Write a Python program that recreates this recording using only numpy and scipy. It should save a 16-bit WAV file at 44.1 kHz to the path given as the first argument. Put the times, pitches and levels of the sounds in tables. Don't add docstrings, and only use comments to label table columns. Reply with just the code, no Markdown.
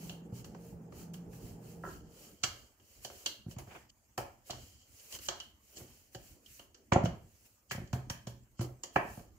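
import sys
import numpy as np
from scipy import signal
from scipy.io import wavfile
from scipy.ndimage import uniform_filter1d

SR = 44100
rng = np.random.default_rng(int(sys.argv[2]) if len(sys.argv) > 2 else 0)


def nominal_scale(level):
    x = np.asarray(level, float) / 20
    return 10 ** x


def inscribe(sig):
    pcm = np.round(np.clip(np.atleast_2d(sig).T, -1, 1) * 32767)
    wavfile.write(sys.argv[1], SR, pcm.astype(np.int16))


N = 413642

THUMP_HZ, TICK_HZ = 119, 5000
SOFT_HZ = 550
LEAD_S = 0.004

# [start_s, knock_db, thump_db, tick_db, knock_pitch_hz]
KNOCKS = [(1.838, -39.5, -51, -89, 406), (1.851, -48, -49, -81, 400), (1.871, -43, -49, -85.5, 400),
          (1.886, -61, -59, -62, 700), (2.436, -35.5, -34, -24, 1780), (2.4403, -37.5, -64, -27.5, 1250),
          (3.048, -42, -49.5, -37.5, 605), (3.585, -46, -74, -49.5, 780), (4.178, -31, -36, -61.5, 890),
          (4.186, -32.5, -39, -67, 1050), (4.497, -36.5, -50, -70, 660), (5.286, -35.5, -47, -26.5, 1020),
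          (6.148, -42.5, -50, -44.5, 550), (6.921, -19.5, -27, -44.5, 895), (6.958, -15.5, -28.5, -61, 696),
          (7.71, -37, -44, -42.5, 1730), (7.717, -46, -36.5, -40, 1870), (7.93, -36, -21.5, -43.5, 705),
          (8.099, -40, -39.5, -34, 1090), (8.27, -42.5, -29.5, -46, 526), (8.609, -36, -30, -44, 408),
          (8.96, -16.5, -36, -43.5, 960)]


def pin_knocks():
    rows = []
    for s, knock, thump, tick, hz in KNOCKS:
        clack = knock - 10 + 7 * np.log2(hz / 766)
        clack += min(tick - knock + 25.5, 0)
        rows.append((s, knock, thump, clack, tick, hz, THUMP_HZ, TICK_HZ))
    return rows


# [start_s, thump_db, knock_db, hard_edge_db, thump_pitch_hz]
PATS = [(0.322, -31, -49.5, -104, 110), (0.547, -56, -45.5, -58.5, 120), (0.923, -51, -54, -61.5, 85),
        (1.331, -43, -58, -65, 85), (3.099, -82, -48, -58.5, 120), (3.461, -30.5, -56, -87, 160),
        (3.48, -31.5, -56, -77, 160), (3.563, -32, -52, -65, 150), (3.673, -42, -52, -68, 121),
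        (4.5, -39, -70, -82, 86), (4.531, -44, -51, -55.5, 120), (5.765, -52, -54.5, -84, 250),
        (5.812, -40, -53, -72, 140), (6.155, -38.5, -70, -80, 82), (6.92, -15.5, -50, -70, 195),
        (6.957, -12.5, -50, -70, 195), (7.036, -15, -38, -53, 200), (7.055, -26, -27.5, -45, 170),
        (7.076, -27, -46, -58, 170), (7.747, -32.5, -45, -76, 125), (7.778, -28, -43.5, -71, 161),
        (7.797, -33, -60, -80, 150), (7.815, -36.5, -56, -82, 151), (7.953, -30, -46.5, -70, 200),
        (8.102, -29, -56, -80, 90), (8.592, -23.5, -45, -54.5, 126), (8.962, -27, -55, -70, 310),
        (9.173, -36, -45, -65.5, 220), (9.194, -39, -54, -65.5, 219)]


def soft_pats():
    return [(s, knock, thump, edge, edge - 2, SOFT_HZ, hz, TICK_HZ) for s, thump, knock, edge, hz in PATS]


# [start_s, tick_db, knock_db, tick_pitch_hz]
TAPS = [(0.095, -42, -54, 3020), (0.444, -50.5, -54, 5000), (1.14, -52.5, -52, 4600),
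        (2.798, -67, -64, 3020), (2.433, -38, -58, 5000), (3.261, -26.5, -46.5, 4400),
        (3.511, -54.5, -59, 5000), (4.178, -39.5, -60, 5000), (4.502, -44.5, -57, 2970),
        (4.507, -34.5, -51, 5030), (5.124, -43, -63, 5000), (5.188, -47.5, -57.5, 5000),
        (5.401, -41, -62, 2930), (6.46, -54.5, -91, 3560), (6.594, -49.5, -53.5, 3100),
        (6.745, -54.5, -66, 5000), (6.923, -37.5, -56.5, 2970), (6.932, -32.5, -50, 6500),
        (7.05, -45.5, -60, 6500), (7.058, -41.5, -50, 2950), (7.874, -62, -78, 6000),
        (8.835, -36, -49.5, 7300)]


def light_taps():
    return [(s, knock, knock - 28.5, (tick + knock) / 2 - 10, tick, SOFT_HZ, THUMP_HZ, hz)
            for s, tick, knock, hz in TAPS]


def all_hits():
    return np.array(sorted(pin_knocks() + soft_pats() + light_taps()))


def ring(modes, db_blow, harden, focus, knock_hz, contact, soften, blunt, chatter, swing, chance, grit):
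    hz, db, t60 = np.transpose(modes)[..., None]
    t = np.arange(9000) / SR
    spot, tune = chance[:, :len(modes), None]
    db = db + harden * min(db_blow + 39, 0) * np.log2(hz / hz[0])
    db = db - focus * abs(np.log2(hz / knock_hz)) + 1.2 * spot
    hz = hz * (1 + 0.015 * tune)
    signs = swing ** np.arange(len(modes))[:, None]
    x = (signs * nominal_scale(db - 60 * t / t60) * np.sin(2 * np.pi * hz * t)).sum(0)

    contact = contact * nominal_scale(np.clip(-soften * (db_blow + 27), 0, 7))
    x = np.convolve(x, np.hanning(int(contact * SR) + 3))

    settling = nominal_scale(-60 * t[:grit.shape[1]] / chatter) * np.sqrt(0.0056 / chatter)
    force = grit * settling
    force[:, 0] = nominal_scale(blunt * min(db_blow + 36, 0))
    lead = int(LEAD_S * SR)
    swell = nominal_scale(np.linspace(-41.5, -15.5, lead))
    force = np.c_[grit[:, -lead:] * swell, force]
    plain = np.linalg.norm(force[0]) * (np.arange(force.shape[1]) == lead)
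    x = signal.fftconvolve(x[None], np.vstack([force, plain]), axes=1)[:, :len(t)]
    return nominal_scale(db_blow) * x / abs(x[:2]).max(1).mean()


# [band_hz, t60_s]
KITCHEN = [(60, 0.44), (250, 0.37), (700, 0.36), (2000, 0.39), (5000, 0.34), (12000, 0.13)]


def kitchen():
    hz, z = pair(64, size=1024)
    t = np.arange(64) * 256 / SR
    decay = nominal_scale(-60 * t / read(KITCHEN, hz)[:, None])
    tail = signal.istft(z * decay, nperseg=1024, noverlap=768)[1]
    tail = tail * np.clip((np.arange(tail.shape[1]) / SR - 0.002) / 0.00067, 0, 1)
    return tail / np.sqrt((tail ** 2).sum() / 2)


# [mode_hz, level_db, t60_s]
PIN_MODES = [(332.3, 0.041, 0.037), (391.7, 0.82, 0.034), (466, -0.93, 0.021), (545.5, -1.3, 0.038),
             (726, 1, 0.03), (863, 0.85, 0.017), (1041, -0.29, 0.012), (1354, -0.36, 0.023)]
# [mode_hz, level_db, t60_s]
COUNTER_MODES = [(82, -10.5, 0.046), (113, -8, 0.073), (125.5, -9, 0.48), (140, -4.5, 0.062),
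                 (176, 0.5, 0.058), (193, -1, 0.06), (238, -0.5, 0.067), (315, -3.5, 0.09)]
# [mode_hz, level_db, t60_s]
CLACK_MODES = [(1095, -3.5, 0.0043), (1401, 0, 0.0044), (1720, -1.5, 0.0061), (2020, -1.5, 0.0043),
               (2268, -2.5, 0.0064), (2830, -5, 0.0035), (3220, -11, 0.00088), (3800, -15.5, 0.0012)]
# [mode_hz, level_db, t60_s]
TICK_MODES = [(2870, -9, 0.018), (3150, -8, 0.013), (4370, -3.5, .004), (5000, -3, .0025),
              (5690, -2.5, .004), (6340, -3.5, .004), (7164, -4, .006), (8800, -10, 0.0016),
              (12400, -13.5, .0008)]
CONTACT_S = [0.00059, 0.0041, 0.000076, .00001]
SOFTEN = [0.011, 0.0058, 0.15, .01]
HARDEN = [0.35, 0.03, 0.037, .01]
FOCUS = [6, 9.4, 6.9, 7.5]
BLUNT = [0.72, 0.0092, 0.46, 0.25]
CHATTER_S = [0.0081, 0.015, 0.038, 0.041]
GRIT = [.2, .04, .4, .45]
APART = [.6, 0, .9, 1]
SWING = [-1., 1., -1., -1.]
TRIM_DB = [2.24, 0.62, 11.14, 7.7]
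WET_DB = [-4, -12, -4, -6.5]
FROM_RIGHT_DB = [0.33, .01, .6, 0.87]


def hits():
    rooms = [kitchen() for _ in range(5)]
    out = np.zeros((2, N + SR))
    rows = all_hits()
    chances = rng.standard_normal((len(rows), 4, 2, 9))
    grits = rng.standard_normal((len(rows), 4, 3, 1200))
    apart = np.array(APART)[:, None, None]
    grits = apart * grits[:, :, :2] + np.sqrt(1 - apart ** 2) * grits[:, :, 2:]
    grits = grits * np.array(GRIT)[:, None, None]
    counter_low_cut = signal.butter(2, 75, "high", fs=SR, output="sos")
    late = int(0.002 * SR)
    lag = 5

    for k, (s, *levels_db, knock_hz, thump_hz, tick_hz) in enumerate(rows):
        modes = (PIN_MODES, COUNTER_MODES, CLACK_MODES, TICK_MODES)
        pitches = [knock_hz, thump_hz, knock_hz, tick_hz]
        bodies = zip(modes, levels_db, HARDEN, FOCUS, pitches, CONTACT_S,
                     SOFTEN, BLUNT, CHATTER_S, SWING, chances[k], grits[k])
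        parts = np.array([ring(*body) for body in bodies]) * nominal_scale(TRIM_DB)[:, None, None]
        parts[1] = signal.sosfilt(counter_low_cut, parts[1])
        parts[1] = np.roll(parts[1], late, axis=1) * (np.arange(parts.shape[2]) >= late)

        sent = (nominal_scale(WET_DB)[:, None] * parts[:, 2]).sum(0)
        echo = signal.fftconvolve(sent[None], rooms[k % 5], axes=1)
        at = int((s - LEAD_S) * SR)
        out[:, at:at + echo.shape[1]] += echo
        for side, sign in enumerate((-1, 1)):
            heard = nominal_scale(sign * np.array(FROM_RIGHT_DB))[:, None] * parts[:, side]
            out[side, at:at + parts.shape[2]] += heard[1]
            start = at + lag * (1 - side)
            out[side, start:start + parts.shape[2]] += heard.sum(0) - heard[1]
    return out[:, :N]


# [start_s, level_db]
RATTLES = [
    (1.837, -33),
    (1.85, -35),
    (1.862, -40.5),
    (1.873, -39.5),
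    (1.889, -42.5),
    (1.9, -50),
]
# [mode_hz, level_db, t60_s]
HANDLE_MODES = [(1020, -5.5, 0.028), (1340, -0.5, 0.027), (1625, -6.5, 0.019), (1840, -10, 0.014)]


def handle():
    hz, db, t60 = np.transpose(HANDLE_MODES)[..., None]
    t, x = np.arange(4000) / SR, np.zeros(N)
    phases = rng.random((len(RATTLES), len(HANDLE_MODES), 1))
    for (s, level_db), phase in zip(RATTLES, phases):
        tap = (nominal_scale(db - 60 * t / t60) * np.sin(2 * np.pi * (hz * t + phase))).sum(0)
        tap = tap * np.minimum(t / 0.0018, 1)
        x[int(s * SR):][:len(t)] += nominal_scale(level_db) * tap
    return x + nominal_scale(-2) * signal.oaconvolve(x[None], kitchen(), axes=1)[:, :N]


# [middle_s, level_db, half_length_s]
ROLLS = [
    (5.81, -57, 0.036),
    (6.4, -69, .06),
    (6.8, -69, .04),
    (2.3, -66, .06),
    (9.03, -54, .035),
    (7.0, -46.5, .025),
]
# [band_hz, db_per_hz]
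ROLL_COLOUR = [(110, -20.5), (200, -3), (320, 0), (500, -4), (750, -14), (1200, -40)]


def rolls():
    return swells(ROLLS) * noise(ROLL_COLOUR, size=1024, patchy_db=1.0, flicker_db=0.5)


# [middle_s, level_db, half_length_s]
PEELS = [
    (3.6, -60.5, 0.017),
    (3.689, -65, .012),
    (3.72, -54.5, 0.013),
    (3.762, -52, 0.013),
    (3.788, -64.5, 0.055),
    (5.155, -57.5, 0.011),
    (5.8, -66, 0.022),
    (5.857, -72.5, 0.054),
]
# [band_hz, db_per_hz]
PEEL_COLOUR = [(250, -3.5), (700, 1), (1100, -5), (2300, -3.5), (3300, -11), (5000, -38)]


def peels():
    return swells(PEELS) * noise(PEEL_COLOUR, size=128, patchy_db=-1.0, flicker_db=0.5)


# [middle_s, gate_db, half_length_s, pressure_db]
STROKES = [(.06, -64, 0.063, -64.5), (0.381, -65.5, 0.028, -67), (0.668, -72, 0.05, -84),
           (1.004, -66, 0.042, -66), (1.354, -68, 0.028, -92), (1.471, -68, 0.061, -71),
           (1.698, -69.5, 0.055, -73), (1.909, -67.5, 0.055, -69), (2.236, -67, 0.074, -67),
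           (2.54, -75, 0.1, -66), (2.96, -73, 0.091, -74.5), (3.19, -66.5, 0.095, -66.5),
           (3.519, -66, 0.017, -72), (3.755, -75, 0.056, -73), (4.65, -72, 0.093, -75),
           (5.06, -66.5, 0.11, -70.5), (5.142, -56, 0.026, -61), (5.254, -58.5, 0.037, -68),
           (5.393, -74.5, 0.072, -77), (5.705, -74, 0.061, -78), (5.93, -73, 0.11, -77),
           (6.277, -69.5, 0.062, -75), (6.545, -66.5, 0.065, -82), (7.425, -77, 0.12, -84.5),
           (7.462, -71, 0.012, -83), (9.14, -67.5, 0.066, -70.5), (3.049, -61, 0.018, -69),
           (4.484, -65, 0.017, -71), (5.788, -68.5, 0.049, -68.5), (6.144, -70, 0.017, -79),
           (8.951, -70, 0.014, -70)]


def strokes(column):
    return swells(np.array(STROKES)[:, [0, column, 2]])


# [middle_s, peak_db, half_length_s]
SCUFFS = [(3.9, -61, 0.0039), (5.15, -49.5, 0.011), (5.23, -60, 0.006), (5.0, -62, 0.0046),
          (5.262, -53, 0.006), (5.775, -52.5, 0.0077), (6.934, -47, 0.0052), (7.719, -52.5, .012),
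          (7.763, -56, 0.003), (8.625, -55, 0.024), (4.595, -67, .06), (4.8, -71.5, 0.052)]


def scuffs():
    t = np.arange(N) / SR
    return sum(nominal_scale(db) * np.exp(-0.5 * ((t - s) / half) ** 2) for s, db, half in SCUFFS)


# [band_hz, db_per_hz]
RUB_COLOUR = [(880, -55.5), (1500, -51.5), (1570, -17.5), (2040, -14.5), (2700, -15), (3050, 6.5),
              (3450, -21), (4490, -2), (4740, -4), (6060, -6), (7000, -1), (8330, -10.5), (10000, -39.5),
              (13000, -52), (22000, -120)]


def flour():
    trickle = after(4, db=-62, share=-0.35, rise=1.8, fall_db=93.5)
    rubbed = strokes(3) + trickle + scuffs()
    return rubbed * noise(RUB_COLOUR, size=256, patchy_db=1.2, flicker_db=1.5)


# [band_hz, db_per_hz]
MURMUR_COLOUR = [(150, -33.5), (250, -9.5), (520, 4), (794, -6), (1230, -6.5), (1570, -10.5), (2040, -18.5),
                 (2500, -17), (3250, -29), (5500, -120)]


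def murmur():
    knocked = after(1, db=-63, share=1.13, rise=-1.68, fall_db=116.5)
    rolled = nominal_scale(-2) * strokes(3) + knocked + nominal_scale(-70) * nominal_scale(run_down())
    return rolled * noise(MURMUR_COLOUR, size=512, patchy_db=1.5, flicker_db=1.5)


# [time_s, level_db]
FAN_DB = [
    (0.0, -46),
    (0.44, -55),
    (0.83, -52),
    (0.95, -59),
    (1.14, -47),
    (1.62, -61),
    (1.64, -54.5),
    (1.84, -51),
    (2.4, -78),
]
# [band_hz, db_per_hz]
FAN_AIR_COLOUR = [(18, -50), (30, -9), (53, -45.5), (140, -29), (173, 0.5), (244, -5), (469, -7),
                  (501, -16), (874, -15), (964, -26.5), (1500, -62.5), (1950, -73), (3300, -120)]
# [pitch_hz, level_db]
FAN_LINES = [(60, -17), (120, -6), (213, -9.5), (240, -14.5), (300, -11.5), (360, -14), (466, -11.5)]


def fan():
    air = noise(FAN_AIR_COLOUR, size=2048, patchy_db=1.5, flicker_db=1.0)
    loss_db = run_down()
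    duct_hz = 168 + 0.8 * loss_db
    duct = resonate(resonate(rng.standard_normal(N), duct_hz, 15), duct_hz, 21)
    duct = duct / uniform_filter1d(abs(duct), size=1500) ** 0.65
    duct = nominal_scale(curve(FAN_DB, column=1)) * evened(duct) * (loss_db > -39)
    motor = sum(nominal_scale(db) * evened(resonate(rng.standard_normal(N), hz, 1.0)) for hz, db in FAN_LINES)
    return duct + nominal_scale(loss_db) * (nominal_scale(-56.0) * motor + nominal_scale(-56.5) * air)


def run_down():
    return np.interp(np.arange(N) / SR, [1.8, 2.3, 2.5], [0, -11, -40])


# [band_hz, db_per_hz]
RUMBLE_COLOUR = [(12, -39), (20, -15), (38, 5.5), (65, 3.5), (125, -2.5), (145, -21), (225, -4), (258, -14),
                 (285, -8.5), (400, -18.5), (520, -29), (880, -120)]


def rumble(gate):
    thumped = after(2, db=-46.5, share=0.2239, rise=0.17, fall_db=113)
    moving = nominal_scale(-7) * uniform_filter1d(gate, size=6000)
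    shaken = thumped + nominal_scale(-76) + moving + nominal_scale(-61) * nominal_scale(run_down())
    return shaken * noise(RUMBLE_COLOUR, size=2048, patchy_db=0.5, flicker_db=-5.0)


# [start_s, level_db]
SNAPS = [(0.446, -67), (1.134, -63.5), (2.436, -57), (3.045, -78), (3.259, -57), (3.583, -62),
         (4.176, -53.5), (4.5, -65), (5.779, -64), (6.15, -78), (6.92, -70), (7.038, -65), (7.712, -53.5),
         (7.929, -61), (8.098, -56.5), (8.272, -65), (8.61, -57.5), (8.835, -67), (8.958, -64)]


def noise_gate():
    s, db = np.transpose(SNAPS)
    rise = 0.0027
    return strokes(1) + fading(s, db, rise, 354.5) + fading(s, db - 14, rise, 111.5)


# [band_hz, db_per_hz]
HISS_COLOUR = [(880, -21), (1500, -15.5), (1760, -13.5), (2870, -5.5), (3040, -17), (3930, -12),
               (7220, -4.5), (8370, -10), (14800, -7.5), (15600, -6)]


def hiss(gate):
    return nominal_scale(5.5) * gate * noise(HISS_COLOUR, size=512, patchy_db=1.6, flicker_db=0.0)


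# [band_hz, db_per_hz]
QUIET_COLOUR = [(15, -37), (25, 19), (86, -13.5), (161, -16), (586, -7), (1060, -11), (2870, -17.5),
                (3860, -24), (6990, -10), (9160, -21), (15600, -15)]


def quiet_room():
    return nominal_scale(-65.5 - 9.0) * noise(QUIET_COLOUR, size=1024, patchy_db=3.5, flicker_db=-1.2)


def evened(x):
    return x / np.sqrt(np.mean(x ** 2) + 1e-20)


def read(points, hz):
    f, value = np.transpose(points)
    return np.interp(np.log(hz + 1), np.log(f + 1), value, left=value[0], right=value[-1])


def curve(rows, column):
    rows = np.asarray(rows)
    return np.interp(np.arange(N) / SR, rows[:, 0], rows[:, column])


# [band_hz, likeness_0_to_1]
SAME = [(30, 0.5), (100, 0.92), (250, 0.94), (500, 0.7), (1000, 0), (4000, 0), (15000, 0.2)]


def pair(frames, size):
    hz = np.fft.rfftfreq(size, 1 / SR)
    a, b, c, d = rng.standard_normal((frames, len(hz), 4)).T
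    same = np.clip(read(SAME, hz), -1, 1)[:, None]
    left = a + 1j * b
    return hz, np.array([left, same * left + np.sqrt(1 - same ** 2) * (c + 1j * d)])


def noise(colour, size, patchy_db, flicker_db):
    frames = 4 * N // size + 5
    hz, z = pair(frames, size)
    patches = rng.standard_normal((frames, len(hz))).T
    patches = evened(uniform_filter1d(uniform_filter1d(patches, size=9, axis=0), size=7, axis=1))
    flicker = np.clip(evened(uniform_filter1d(rng.standard_normal(frames), size=3)), -2, 2)
    inside = (hz >= colour[0][0]) & (hz <= colour[-1][0])
    colour_db = (read(colour, hz) - 90 * ~inside)[:, None]
    z = z * nominal_scale(colour_db + patchy_db * patches + flicker_db * flicker)
    x = signal.istft(z, nperseg=size, noverlap=3 * size // 4)[1][:, :N]
    return x / np.sqrt(np.mean(x.mean(0) ** 2))


def resonate(x, hz, width):
    turn = np.exp(2j * np.pi * np.cumsum(hz * np.ones(N)) / SR)
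    r = np.exp(-np.pi * width / SR)
    return 2 * (turn * signal.lfilter([1 - r], [1, -r], x / turn)).real


def level(gains):
    return np.interp(np.arange(N) / SR, np.arange(gains.shape[1]) / 1000, np.sqrt((gains ** 2).sum(0)))


def since(s):
    return np.arange(0, N / SR, 1 / 1000) - np.asarray(s)[:, None]


def swells(rows):
    s, db, half = np.transpose(rows)[..., None]
    return level(nominal_scale(db) * np.exp(-0.5 * (since(s[:, 0]) / half) ** 2))


def fading(s, db, rise, fall_db):
    t = np.maximum(since(s), 0)
    return level(np.minimum(t / rise, 1) * nominal_scale(db[:, None] - fall_db * t))


def after(column, db, share, rise, fall_db):
    rows = all_hits()
    return fading(rows[:, 0], db + share * (rows[:, column] + 40), rise, fall_db)


def scene():
    gate = noise_gate()
    working = hits() + handle() + rolls() + peels() + flour() + murmur()
    return working + fan() + rumble(gate) + hiss(gate) + quiet_room()


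def low_pass(x):
    return signal.sosfilt(signal.butter(12, 16630, fs=SR, output="sos"), x)


def record(dry):
    lean_db = -1.2
    leaning = dry * nominal_scale(np.array([[lean_db / 2], [-lean_db / 2]]))
    shaded_hz, width_hz = 3596, 360
    band = signal.lfilter(*signal.iirpeak(shaded_hz, shaded_hz / width_hz, SR), leaning)
    low_cut = signal.butter(2, 54.3, "high", fs=SR, output="sos")
    mix = signal.sosfilt(low_cut, leaning - 0.25 * band)
    return low_pass(mix)


dry = scene()
out = record(dry)
inscribe(out)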